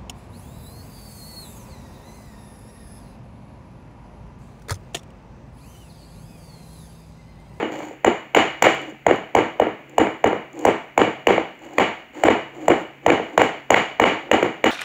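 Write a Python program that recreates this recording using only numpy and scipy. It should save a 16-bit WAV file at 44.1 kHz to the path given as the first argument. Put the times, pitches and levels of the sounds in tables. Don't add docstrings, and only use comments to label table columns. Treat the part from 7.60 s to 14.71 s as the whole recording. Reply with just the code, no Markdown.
import sys
import numpy as np
from scipy import signal
from scipy.fft import rfft, irfft
from scipy.io import wavfile
from scipy.ndimage import uniform_filter1d, minimum_filter1d

SR = 44100
rng = np.random.default_rng(int(sys.argv[2]) if len(sys.argv) > 2 else 0)


def pcm_store(signal):
    levels = np.round(np.clip(np.atleast_2d(signal), -1, 1) * 32767)
    wavfile.write(sys.argv[1], SR, levels.astype(np.int16).T)


def how_loud(loudness_db):
    steps = np.asarray(loudness_db, float) / 20
    return 10 ** steps


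N = 313551
LEAD = SR // 10

# (time [s], thud pitch [Hz], slap re thud [dB], weight into floor
# and room [dB], wetness [dB])
MALLET_BLOWS = [(-0.1, 680, -5, 3, -2), (0.445, 645, -1, -3.5, -7), (0.747, 780, 4.5, -23, 0.5),
                (1.022, 775, 0, -14, 4), (1.464, 696, -4, -3, -11), (1.749, 724, -5, -0.5, -6.5),
                (1.997, 630, -12, -5, -14), (2.38, 698, -7, -1.5, -6.5), (2.64, 697, -9.5, -1.5, -12.5),
                (3.05, 670, -9, -2.5, -2.5), (3.376, 655, -1.5, -3, -5.5), (3.669, 480, 2.5, -4.5, -6),
                (4.182, 622, 4.5, -5, -5.5), (4.635, 676, -3, -1.5, -3.5), (5.08, 683, -8, -2.5, -7),
                (5.462, 687, -5.5, -1, -8.5), (5.776, 655, 2.5, -4, -6), (6.103, 728, -3, -3.5, -2.5),
                (6.397, 660, -1, -2.5, -6.5), (6.713, 604, 3.5, -3.5, -5.5), (7.04, 537, 2.5, -6.5, -2.5)]


def noise(size):
    return rng.standard_normal(size)


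def unit(x):
    return x / np.sqrt(np.mean(x ** 2))


def on_log(hz, table):
    f, v = np.transpose(table)
    return np.interp(np.log(hz + 1), np.log(f), v)


def band(x, hz, width):
    return signal.lfilter(*signal.iirpeak(hz, hz / width, fs=SR), x)


def high_pass(x, order, hz):
    return signal.sosfilt(signal.butter(order, hz, "high", fs=SR, output="sos"), x)


def colour(x, table, size=4096):
    cepstrum = irfft(np.log(how_loud(on_log(np.fft.rfftfreq(size, 1 / SR), table))))
    cepstrum[1:size // 2] *= 2
    cepstrum[size // 2 + 1:] = 0
    response = irfft(np.exp(rfft(cepstrum)))
    return signal.fftconvolve(x, response)[:len(x)]


def contacts():
    # (time [s], thud peak [dB], thud pitch [Hz],
    # slap re thud [dB], weight [dB])
    landings = [(0.026, -12.5, 340, -1, -6), (0.477, 0, 349, -12, -16.5), (0.77, 0.5, 506, -5, -6.5),
                (1.066, 2, 610, 1, -18), (1.509, -1.5, 384, -3.5, -9), (1.786, -7.5, 320, 0, -4),
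                (2.019, -6.5, 528, -26, -6), (2.413, -5.5, 334, -5, -7), (2.674, -6, 321, -16, -7),
                (3.076, -4.5, 448, -13, -4.5), (3.084, -4, 468, -8, -9), (3.415, -3.5, 320, 2.5, -9),
                (3.7044, -0.5, 410, -0.5, -9), (4.683, 5.5, 514, -3, -8.5), (5.102, -2.5, 356, -2.5, -6),
                (5.501, -1.5, 353, 4.5, -5.5), (5.815, 1, 648, 0, -12), (6.1422, 2, 595, 7.5, -32),
                (6.438, 3.5, 528, 5, -14.5), (6.743, -5, 563, -11, -13), (6.826, -5.5, 366, 2.5, -5)]
    # (time [s], thud peak [dB], thud pitch [Hz], slap re thud [dB])
    wobbles = [(0.202, -22, 760, -9), (0.309, -26, 463, -17), (1.322, -29.5, 221, -22),
               (2.067, -11.5, 322, -7), (2.469, -12, 320, -3.5), (2.7284, -8.5, 423, -5),
               (2.78, -33, 463, -11), (3.474, -12, 480, -17), (3.778, -4.5, 632, -8.5),
               (5.115, -11, 460, 0.5), (5.596, -13.5, 472, -7.5), (6.519, -14, 320, -5)]
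    blow_db, landing_wet_db = 0.4, -8
    wobble_weight_db, wobble_wet_db = -8, -10.5
    brush_lead_s, brush_db = 0.011, -35.5

    rows = [(s, blow_db, hz, slap_db, weight_db, wet_db) for s, hz, slap_db, weight_db, wet_db in MALLET_BLOWS]
    rows += [(*row, landing_wet_db) for row in landings]
    rows += [(*row, wobble_weight_db, wobble_wet_db) for row in wobbles]
    rows += [(s - brush_lead_s, brush_db, 520, -30, -12, -12) for s, *_ in MALLET_BLOWS if s > 0]
    return sorted(rows)


def thud_of(hz, t):
    first_touch_hz, spread_s = 543, 0.003363
    ring_db, ring_db_per_octave, ring_t60_s = -8.5, 10.5, 0.11
    start_turn = rng.normal(0, 0.017)
    fall = (0.944 * hz + first_touch_hz) * spread_s * (1 - np.exp(-t / spread_s))
    cycles = 0.4406 * hz * t + fall
    swell = (t / 0.0035) ** 4.2 * np.exp(4.02 * (1 - t / 0.0033))
    thud = swell * np.sin(2 * np.pi * (cycles + start_turn))
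    fade_db = ring_db - ring_db_per_octave * np.log2(hz / 320) - 60 * t / ring_t60_s
    ring_onset = 1 - np.exp(-(t / 0.0089) ** 2)
    return thud + how_loud(fade_db) * ring_onset * np.sin(2 * np.pi * hz * t)


def slap_of(slap_db, t):
    grit = noise(len(t))
    slap = band(grit, 1550, 2180) + how_loud(-12) * grit
    return how_loud(slap_db + 5.5) * slap * (t / 0.0019) ** 2.8 * np.exp(2.29 * (1 - t / 0.0017))


def slab_boom(t):
    # (frequency [Hz], level re thud [dB], t60 [s])
    slab_modes = [(61.5, -8, 0.095), (106, -13.5, .12), (180.4, -11.5, 0.042), (320, -13.5, 0.079),
                  (477, -15.5, 0.14)]
    boom = sum(how_loud(db - 60 * t / t60) * np.sin(2 * np.pi * hz * t) for hz, db, t60 in slab_modes)
    return boom * (1 - np.exp(-(t / 0.02) ** 2))


def blows():
    places = 4
    t = np.arange(2 * LEAD) / SR
    near, far = np.zeros(N + 4 * LEAD), np.zeros((places, N + 4 * LEAD))
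    slab = slab_boom(t)
    for k, (s, db, hz, slap_db, weight_db, wet_db) in enumerate(contacts()):
        boom = how_loud(weight_db + 8.5) * slab
        push = (t * hz / 0.19) * np.exp(1 - t * hz / 0.29)
        shove = how_loud(weight_db + 5) * np.gradient(push) * SR / hz / 12
        click = how_loud(wet_db + slap_db + 22) * (t == 0)
        start = int(s * SR) + LEAD
        at = slice(start, start + 2 * LEAD)
        near[at] += how_loud(db + 3.0) * (thud_of(hz, t) + slap_of(slap_db, t) + boom)
        far[k % places, at] += how_loud(db + 4.5) * (shove + click)
    return near[:N + LEAD], far[:, :N + LEAD]


def drags():
    # (start [s], length [s], level [dB], swell from start to end [dB],
    # wet hiss re level [dB])
    pulls = [(0.0, 0.111, -30.5, -1, -4.5), (0.106, 0.24, -33.5, -13, 7.5), (1.189, 0.13, -37, 1, 4),
             (2.177, 0.045, -41, -5, -9), (2.269, 0.26, -41, 5, -1), (2.921, 0.13, -34.5, 15, 1.5),
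             (3.991, 0.23, -39.5, 4.5, 6.5), (4.524, 0.12, -38, 2, 11), (4.925, 0.31, -34, 5, 2.5),
             (5.263, 0.073, -52, -15.5, -13), (5.412, 0.12, -37.5, 5, 2), (5.603, .165, -37.5, 0, 1),
             (5.94, 0.086, -54, -14, -13), (6.595, 0.11, -39.5, -1, -30)]
    # (frequency [Hz], width [Hz], level [dB])
    tire_modes = [(321, 58, 4.5), (528, 150, -1), (722, 180, -5.5)]
    attack_s, release_s = 0.031, 0.011
    jerk_db, jerk_s = 1.3, 0.025
    slips_per_s, slip_scatter_db = 2500, 1.5
    sheen_db = 6

    t = (np.arange(N + LEAD) - LEAD) / SR
    level, wet = np.zeros(len(t)), np.zeros(len(t))
    jerks = how_loud(jerk_db * unit(uniform_filter1d(noise(len(t)), int(jerk_s * SR))))
    for s, length, db, swell_db, wet_db in pulls:
        edge = np.clip(np.minimum((t - s) / attack_s, (s + length - t) / release_s), 0, 1)
        swell = swell_db * np.clip((t - s) / length - 0.5, -0.5, 0.5)
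        pull = edge * jerks * how_loud(db + swell)
        level += pull
        wet += pull * how_loud(wet_db)
    slips = noise(len(t)) * (rng.random(len(t)) < slips_per_s / SR)
    slips = slips * how_loud(slip_scatter_db * rng.exponential(size=len(t)))
    body = sum(how_loud(db) * band(band(slips, hz, width), hz, 2 * width) for hz, width, db in tire_modes)
    spits = how_loud(3 * unit(uniform_filter1d(noise(len(t)), 130))) * noise(len(t))
    sheen = high_pass(spits, 2, 5000)
    return level * unit(body) + wet * (unit(spits) + how_loud(sheen_db) * sheen)


def ticks():
    # (time [s], peak level [dB])
    small_films = [(0.2503, -46), (3.9504, -63), (3.9893, -56), (0.4758, -58), (0.7696, -43), (1.145, -36.5),
                   (1.2141, -44), (1.297, -50), (1.51, -55), (1.5576, -45), (1.771, -48), (2.293, -48),
                   (2.6715, -37), (2.928, -49), (2.9537, -56), (2.9893, -37.5), (3.0086, -47), (4.018, -60),
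                   (4.048, -51), (4.133, -48), (4.5448, -57), (4.6813, -47), (5.0389, -53), (5.1, -49.5),
                   (5.498, -35), (5.8162, -23.5), (6.144, -26), (6.418, -47), (6.4384, -46), (6.8279, -34)]
    crack_db, small_film_db, lag_s = -24.5, -7.5, 0.0023

    t = np.arange(900) / SR
    out = np.zeros(N + LEAD + len(t))
    cracks = [(s, db + small_film_db) for s, db in small_films]
    cracks += [(s, crack_db + wet_db) for s, *_, wet_db in MALLET_BLOWS]
    fade = np.exp(-t / 0.0016) + how_loud(-14.5) * np.exp(-t / 0.0038)
    for s, db in cracks:
        at = int((s + lag_s) * SR) + LEAD
        out[at:at + len(t)] += how_loud(db + 49) * noise(len(t)) * fade
    return high_pass(out[:N + LEAD], 4, 6500)


def room(x):
    # (frequency [Hz], t60 [s])
    echo_t60 = [(100, 0.46), (260, 0.23), (700, 0.39), (1840, 0.47), (4850, 0.52), (12800, 0.17)]
    # (frequency [Hz], level [dB], t60 [s])
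    room_rings = [(327.3, 1.5, 0.38), (463, -23, 0.32), (642, -11, 0.77), (741, -8, 0.74), (782, 5.5, 0.34),
                  (950, -18, 0.45), (1075, -14.5, 0.35), (1130, -6, 0.32), (2010, -4, 0.4),
                  (1960, -33.5, 0.21), (2130, -18.5, 0.59), (4700, -5, 0.3), (3000, -8, 0.4),
                  (3280, -1.5, 0.22)]
    gap_s, rise_s = 0.0125, 0.0049
    sparse_db, rings_db = 4, -3.5
    clutter_db, clutter_t60_s = -16.5, 0.13

    t = np.arange(SR * 3 // 4) / SR
    lumps = how_loud(sparse_db * np.exp(-t / 0.019) * unit(uniform_filter1d(noise(len(t)), 60)))
    echoes = 0
    for hz in 60 * 2 ** np.arange(0, 8.1, 0.5):
        echoes = echoes + band(noise(len(t)), hz, hz / 3) * how_loud(-60 * t / on_log(hz, echo_t60))
    rings = sum(how_loud(db - 60 * t / t60) * np.sin(2 * np.pi * (hz * t + rng.random()))
                for hz, db, t60 in room_rings)
    walls = unit(echoes * lumps) + how_loud(rings_db - 19.5) * unit(rings)
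    walls = walls * (1 - np.exp(-t / rise_s))
    tail = np.roll(walls / np.sqrt(np.sum(walls ** 2)), int(gap_s * SR))
    tail += how_loud(clutter_db - 18 - 60 * t / clutter_t60_s) * noise(len(t))
    return signal.fftconvolve(x, tail)[:len(x)]


def shop():
    # (frequency [Hz], level per Hz [dB])
    air_spectrum = [(18, -44), (30, -28.5), (295, -0.5), (740, -18.5), (1280, -16.5), (2290, -7),
                    (5040, -43), (6900, -29.5), (8740, -47), (15750, -34.5),
                    (15950, -80)]
    # (frequency [Hz], rms level [dB], width [Hz])
    hum_tones = [(58.5, -67, 16), (137.9, -56.5, 2.9)]
    air = how_loud(-50) * unit(colour(noise(N), air_spectrum))
    hum = sum(how_loud(db) * unit(band(band(noise(N), hz, width), hz, width)) for hz, db, width in hum_tones)
    return air + hum


def scene():
    # (frequency [Hz], gain [dB])
    phone_ports = [(40, -25), (120, -11.5), (300, 0), (900, -2.5), (1400, -9), (2300, -3), (2720, -16),
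                   (2900, -10), (3500, -21), (4100, -28.5), (4750, -35), (5100, -40.5), (6200, -32.5),
                   (7000, -21), (7800, -37), (8800, -47.5), (11700, -54.5),
                   (11800, -61), (12300, -40), (13200, -53), (15000, -40.5), (15750, -46), (15950, -64.5)]
    # (frequency [Hz], width [Hz], level added [dB])
    case_rings = [(2890, 110, 2), (4520, 260, 2)]
    near, far = blows()
    small = drags() + ticks()
    far[0] += how_loud(-12.5) * small
    echoes = sum(room(spot) for spot in far)
    heard = colour(near + small + echoes, phone_ports)
    heard = heard[LEAD:] + shop()
    case = sum(how_loud(db) * band(heard, hz, width) for hz, width, db in case_rings)
    return (heard + case)[None]


def low_pass(x):
    return signal.sosfilt(signal.butter(12, 16990, fs=SR, output="sos"), x)


def record(dry):
    ceiling, ahead_s, hold_s, recover_s = 0.95, 0.00072, 0.0064, 0.01
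    need = np.minimum(1, ceiling / (np.abs(dry) + 1e-9))
    hold, ahead = int(hold_s * SR), int(ahead_s * SR)
    held = minimum_filter1d(need, hold + 2 * ahead, origin=hold // 2, axis=1)
    held = uniform_filter1d(held, ahead, axis=1)
    keep = np.exp(-1 / (recover_s * SR))
    slow = 1 - signal.lfilter([1 - keep], [1, -keep], 1 - held)
    return low_pass(dry * np.minimum(held, slow))


dry = scene()
out = record(dry)
pcm_store(out)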